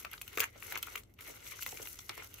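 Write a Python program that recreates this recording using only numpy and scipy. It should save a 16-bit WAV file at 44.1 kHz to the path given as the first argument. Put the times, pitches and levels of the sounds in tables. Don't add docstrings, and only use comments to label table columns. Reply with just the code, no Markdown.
import sys
import numpy as np
from scipy import signal
from scipy.fft import rfft, irfft
from scipy.io import wavfile
from scipy.ndimage import uniform_filter1d

SR = 44100
rng = np.random.default_rng(int(sys.argv[2]) if len(sys.argv) > 2 else 0)


def file_out(sig):
    cols = np.atleast_2d(sig).T
    lim = np.clip(cols, -1, 1)
    pcm = np.round(lim * 32767).astype(np.int16)
    wavfile.write(sys.argv[1], SR, pcm)


def level_to_linear(level):
    exponent = np.asarray(level, float) / 20
    return 10 ** exponent


N = 105840


def evened(x):
    return x / np.sqrt(np.mean(x ** 2) + 1e-20)


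def read(points, hz):
    f, value = np.transpose(points)
    return np.interp(np.log(hz + 1), np.log(f + 1), value)


def colour(x, gain_db):
    hz = np.abs(np.fft.fftfreq(4096, 1 / SR))
    log_gain = np.log(level_to_linear(np.maximum(gain_db(hz), -100)))
    taps = np.fft.ifft(np.exp(signal.hilbert(log_gain).conj())).real[:2048]
    return signal.oaconvolve(x, taps[None], axes=1)[:, :N]


def ring(x, hz, width):
    r = np.exp(-np.pi * width / SR)
    return signal.lfilter([1, 0, -r], [1, -2 * r * np.cos(2 * np.pi * hz / SR), r * r], x)


def add(mix, s, sound, peak_db, pan_db):
    peak_lag_s = 0.0009
    start = round((s + peak_lag_s) * SR) - np.abs(sound).argmax()
    part = mix[:, start:][:, :len(sound)]
    sides = level_to_linear(peak_db + np.array([[.5], [-.5]]) * pan_db)
    part += sides * sound[:part.shape[1]] / np.abs(sound).max()


def room_tone():
    # f/Hz, level/dB per Hz
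    room_spectrum = [(15, -26), (25, -7.5), (92, -2), (163, -14.5), (265, -13), (432, -17.5), (5110, -62),
                     (13600, -53), (16400, -90.5)]
    # f/Hz, correlation [0..1]
    likeness = [(40, 1), (100, 0.96), (250, 0.95), (2000, 0.12)]
    # f/Hz, level/dB
    hums = [(58.5, -89), (85.6, -77), (47.4, -72), (106.3, -72)]
    level_db = -64
    hz, t = np.fft.rfftfreq(N, 1 / SR), np.arange(N) / SR
    left, other = rfft(rng.standard_normal((2, N)))
    same = np.clip(read(likeness, hz), -1, 1)
    right = same * left + np.sqrt(1 - same ** 2) * other
    rumble = irfft(np.array([left, right]) * level_to_linear(read(room_spectrum, hz)), N)
    out = level_to_linear(level_db) * evened(rumble)
    for f, db in hums:
        out = out + level_to_linear(db) * np.sqrt(2) * np.sin(2 * np.pi * (f * t + rng.random()))
    return out


def echoes(x, t60, delay):
    t, out = np.arange(SR // 3) / SR, np.zeros((2, N))
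    for k in range(3):
        signs = rng.choice([-1., 1.], (2, len(t)))
        hits = rng.random((2, len(t))) < .08
        taps = signs * hits * level_to_linear(-60 * t / t60) * (t > delay)
        turn = np.sqrt(2 / 3) * np.cos(np.pi * (7 * np.arange(N) / SR + k / 3))
        out += signal.oaconvolve(x * turn, taps / np.linalg.norm(taps[0]), axes=1)[:, :N]
    return out


def wander(first, second):
    return evened(uniform_filter1d(uniform_filter1d(rng.standard_normal(N), first), second))


def crease_ticks():
    grains_per_s, spread_db, grain_t60 = 2600, 3.0, 0.006
    strength = level_to_linear(spread_db * np.minimum(rng.exponential(1, N), 4))
    size = strength * (rng.random(N) < grains_per_s / SR)
    kind, u = rng.integers(0, 24, N), np.arange(200) / SR
    out = np.zeros((2, N))
    for k, hz in enumerate(np.geomspace(700, 15000, 24)):
        grain = ring(rng.standard_normal(200) * level_to_linear(-60 * u / grain_t60), hz, 0.54 * hz)
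        grain = grain / np.linalg.norm(grain) * np.sqrt(hz)
        lean = level_to_linear(1.1 + 8.3 * rng.uniform(-0.69, 1) * np.array([[1], [-1]]))
        out += lean * signal.oaconvolve(size * (kind == k), grain)[:N]
    return evened(out)


def rustle():
    # t/s, rustle level/dB, brightness/dB
    cut_grip = [(0, -48.5, -5.5), (0.037, -61.5, -1), (0.101, -64, -8), (.125, -55, -7), (0.199, -64, -0.5),
                (.27, -59.5, -3), (.36, -52.5, -6), (.44, -49, 5), (.462, -55.5, -7), (0.526, -66, -8.5),
                (0.558, -59, -4), (0.609, -57.5, -2), (0.709, -45.5, -5.5), (.81, -58.5, -8.5),
                (.86, -52, -4.5), (.95, -52.5, -6), (0.999, -57.5, -4.5), (1.061, -75.5, -7.5)]
    # t/s, rustle level/dB, brightness/dB
    pull_grip = [(1.181, -77.5, -6), (1.192, -59.5, -6.5), (1.253, -52, 1), (1.424, -56.5, -6),
                 (1.467, -49, 5), (1.492, -53.5, 7.5), (1.522, -45.5, -2.5), (1.543, -53.5, -7.5),
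                 (1.594, -55.5, 4.5), (1.628, -50.5, 11), (1.648, -60.5, 10), (1.7, -52, -1),
                 (1.86, -52, -2), (2.04, -62, 3), (2.2, -53, -10), (2.249, -55.5, -2), (2.287, -62, -6.5),
                 (2.4, -52.5, 1)]
    # f/Hz, level/dB per Hz
    rustle_spectrum = [(150, -50.5), (250, -5.5), (394, 5.5), (715, -6.5), (2010, -7.5), (4490, -2),
                       (13500, -6), (15600, -2.5), (16400, -76)]
    # f/Hz, width/Hz, level/dB
    film = [(1398, 244, -12), (2100, 226, -6.5), (2833, 470, -12.5), (6030, 1200, -15), (7710, 210, -12),
            (12700, 3700, 0.5)]
    hiss_db, film_wander_db, clump_db = -4, 4, 1.3
    a, b = rng.standard_normal((2, N))
    hiss = level_to_linear(hiss_db) * np.array([a + 0.91 * b, a - 0.5 * b])
    raw = colour(crease_ticks() + hiss, lambda hz: read(rustle_spectrum, hz))
    out = raw
    for hz, width, db in film:
        come_and_go = level_to_linear(db + film_wander_db * wander(1500, 900))
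        out = out + np.std(raw) * come_and_go * evened(ring(raw, hz, width))

    s, level_db, bright_db = np.transpose(cut_grip + pull_grip)
    t = np.arange(N) / SR
    loud_clumps, bright_clumps = wander(500, 300), wander(500, 300)
    dull = signal.lfilter(*signal.butter(2, 4200, fs=SR), out)
    tilt = level_to_linear(.5 * np.interp(t, s, bright_db) + clump_db * bright_clumps)
    mixed = (dull / tilt + (out - dull) * tilt) / np.std(out)
    return mixed * level_to_linear(np.interp(t, s, level_db) + clump_db * loud_clumps + 1.5)


def knocks():
    # t/s, peak level/dB, ring f/Hz, left lean/dB
    table_knocks = [(0.0488, -47.5, 635, 5), (0.3756, -34, 427, 6), (0.4045, -38, 427, 4),
                    (0.7554, -44, 380, -7), (0.9583, -50.5, 410, 2.0), (1.2988, -44.5, 430, -1.5),
                    (1.6653, -52.5, 399, 14), (1.7266, -43.5, 380, 2.5), (1.7996, -41.5, 417, 0.5),
                    (1.826, -52.5, 363, -7), (2.0974, -42.5, 417, -3), (2.1801, -48, 327, 4),
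                    (0.557, -51, 560, 2),
        (1.285, -50, 370, -2),
        (0.727, -48, 740, 4),
    ]
    out, t = np.zeros((2, N)), np.arange(3000) / SR
    for s, db, hz, pan_db in table_knocks:
        push = rng.standard_normal(3000) * np.minimum(t / .002, 1) * level_to_linear(-60 * t / 0.031)
        top = evened(ring(ring(push, hz, 300), hz, 520))
        overtone = evened(ring(ring(push, 1.9 * hz, 600), 1.7 * hz, 720))
        thud = evened(ring(ring(push, 160.0, 86), 102, 100))
        add(out, s, top + 0.3 * overtone + 0.232 * thud, db, pan_db)
    return out


def pop(hz, length_s):
    t = np.arange(1200) / SR
    kicks = rng.standard_normal(1200) * np.minimum(t / 0.0017, 1) * level_to_linear(-30 * t / length_s) * 0.39
    kicks[40] = 1
    wall = evened(ring(ring(kicks, hz, 0.25 * hz), hz, 2.0 * hz))
    pouch = 0.5 * evened(ring(kicks, 1400, 300)) + 0.51 * evened(ring(kicks, 2250, 400))
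    return signal.lfilter(*signal.butter(2, [600, hz + 1800], "band", fs=SR), wall + pouch)


def pops():
    # t/s, peak level/dB, ring f/Hz, left lean/dB
    pouch_pops = [(0.0249, -48, 2280, 3.0), (0.048, -27, 2600, 4.5), (0.054, -35, 1340, 2.0),
                  (0.131, -34, 2500, -0.5), (0.1377, -34.5, 1520, 4), (0.1783, -41.5, 3320, 4.0),
                  (0.2137, -32.0, 2400, 3.5), (0.2782, -36, 2740, 9), (0.3744, -22.5, 2330, 2),
                  (0.3832, -25.5, 1330, 3), (0.3952, -29.5, 2330, 6), (0.4023, -21.5, 2460, 6),
                  (0.6248, -32, 2100, 3.5), (0.7222, -29.5, 2170, 4.5), (0.7464, -36.0, 2230, -3),
                  (0.755, -30.5, 2100, 2), (0.7573, -28.5, 2020, 7), (0.764, -29.5, 1185, 3.5),
                  (0.7743, -30.5, 2850, 7), (0.8287, -31, 2720, 7.5), (0.833, -33, 2730, 0),
                  (0.872, -37, 1330, 4.5), (0.8826, -39.0, 1330, 9), (0.9562, -29.5, 2320, 3),
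                  (0.9763, -37.5, 2530, 6), (1.034, -49.5, 3500, 5), (1.1889, -43, 2080, 5),
                  (1.2076, -43, 2120, 8), (1.268, -43, 3000, 11), (1.466, -41, 2800, 12),
                  (1.5209, -42, 2250, 14), (1.592, -40, 1388, 5.5), (1.624, -31.5, 2700, 3),
                  (1.627, -37, 2800, -1), (1.6629, -26.5, 2100, 0.0), (1.7233, -39.5, 2240, 1.0),
                  (1.7716, -37.5, 2100, 2), (1.7964, -46, 1993, 6), (1.8558, -40.5, 2100, 0),
                  (1.8719, -34.5, 2740, 7), (1.991, -38, 3230, 4), (2.0933, -29, 3235, 0.5),
                  (2.0999, -34.5, 1950, 8), (2.1766, -40.5, 1010, 3), (2.2217, -39.5, 1140, 4.5),
                  (2.3848, -45.5, 2680, -3.5)]
    out = np.zeros((2, N))
    for s, db, hz, pan_db in pouch_pops:
        add(out, s, pop(hz, 0.004), db, pan_db)
    return out


def blade_judder():
    # last slip t/s, last gap/s, each earlier gap as a share of the next [ratio]
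    judder = (.4399, .0065, .82)
    last, gap, shrink = judder
    last_db, step_db = -22, -1.5
    out = np.zeros((2, N))
    for k in range(8):
        s = last - gap * (1 - shrink ** k) / (1 - shrink)
        add(out, s, pop(1730, 0.002), last_db + k * step_db, 1.7)
    return out


def cracks():
    # t/s, peak level/dB, brightest f/Hz, left lean/dB
    film_cracks = [(0.05, -36, 12550, 2), (0.114, -33.5, 11820, 1), (0.1324, -32.5, 11820, -3),
                   (0.1378, -42.5, 4350, 2), (0.2143, -33, 8300, -3.5), (0.2175, -28, 11610, -1.5),
                   (0.2772, -35.5, 13810, 2.0), (0.354, -42, 12510, -3), (0.373, -25, 13000, 2.5),
                   (0.3835, -30, 7920, -1), (0.3951, -22, 12270, 6), (0.4031, -12.5, 11600, 0),
                   (0.411, -26, 13800, 6), (0.434, -28.5, 14010, 1), (0.439, -28.5, 6640, -0.5),
                   (0.7235, -26.5, 13600, 2), (0.7544, -33, 5730, -3.0), (0.7748, -25, 13220, 1),
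                   (0.783, -30.5, 13160, -4), (0.827, -22, 13450, -0.5), (0.8342, -40, 13300, -2),
                   (0.8686, -35, 12040, 4), (0.9567, -28, 13600, 0), (0.9765, -35, 7500, 4.0),
                   (1.0347, -48, 7800, 6.5), (1.1383, -51.0, 12600, 2.5), (1.2078, -37, 11800, 0),
                   (1.512, -38, 12130, 7), (1.6234, -27, 12800, 3), (1.6303, -25, 12500, 3),
                   (1.6346, -42, 12100, 2), (1.663, -24, 11660, 3.0), (1.672, -29.5, 13960, -2),
                   (1.6898, -32.5, 6170, 1.5), (1.7423, -36, 12040, 3.0), (1.7472, -47, 13120, -3.0),
                   (1.773, -33.5, 3970, 2.5), (1.8186, -37.5, 5500, 2), (1.8262, -31.5, 7200, 0.5),
                   (1.8724, -30, 13600, -4), (1.955, -42, 11900, 0), (1.9888, -31, 6500, -1),
                   (2.093, -28, 4770, -2), (2.1779, -32.5, 5500, 0), (2.2339, -40, 11700, -2),
                   (2.244, -34.5, 12000, -2), (2.2714, -42.5, 13500, -3), (2.3406, -30.5, 12400, -1.5)]
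    # f/Hz, level/dB per Hz
    crack_spectrum = [(1470, -41), (2500, -17.5), (3140, 0), (3620, -11), (6900, -6), (9160, -8.5),
                      (11400, -5.5), (14800, 1.5), (16400, -27.5)]
    creep_s, creep_db, crack_t60 = 0.004, -20, 0.0055
    out, t = np.zeros((2, N)), np.arange(900) / SR - creep_s
    shape = level_to_linear(read(crack_spectrum, np.fft.rfftfreq(900, 1 / SR)))
    creep = level_to_linear(creep_db) * np.clip(1 + t / creep_s, 0, 1) ** 2
    attack = np.maximum(np.minimum(t / 0.00011, 1), level_to_linear(creep_db))
    decay = level_to_linear(-60 * t / crack_t60) + level_to_linear(-18.5 - 60 * t / 0.028)
    swell = np.where(t < 0, creep, attack * decay)
    for s, db, hz, pan_db in film_cracks:
        noise = evened(irfft(rfft(rng.standard_normal(900)) * shape))
        bright = noise + 0.49 * evened(ring(noise, hz, 1000))
        spit = signal.lfilter(*signal.butter(2, min(2.1 * hz, 20000), fs=SR), bright)
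        add(out, s, spit * swell, db, pan_db)
    return out


def scene():
    snaps = cracks() + pops() + blade_judder() + knocks()
    shiver = colour(echoes(snaps, 0.023, 0.0016), lambda hz: -6.5 + np.log2((hz + 100) / 2000))
    left_db = -0.8
    near = (snaps + shiver + rustle()) * level_to_linear(left_db * np.array([[.5], [-.5]]))
    walls = colour(echoes(near, 0.066, 0.012), lambda hz: -10 - 2.9 * np.log2((hz + 100) / 2000))
    return near + walls + room_tone()


def roll_off(x):
    return signal.sosfilt(signal.butter(12, 16810, fs=SR, output="sos"), x)


def record(dry):
    # f/Hz, gain/dB
    side_lift = [(120, 4), (350, 6.5), (1200, 3), (12000, 5)]
    # f/Hz, gain/dB
    overall_tone = [(28, -33), (42, 0.5), (4300, 0.5), (5200, -2), (6200, 2.5), (8300, -2), (9050, -4),
                    (10200, -1.5)]
    mid = (dry[:1] + dry[1:]) / 2
    side = colour((dry[:1] - dry[1:]) / 2, lambda hz: read(side_lift, hz))
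    heard = colour(np.concatenate([mid + side, mid - side]), lambda hz: read(overall_tone, hz))
    return roll_off(heard)


dry = scene()
out = record(dry)
file_out(out)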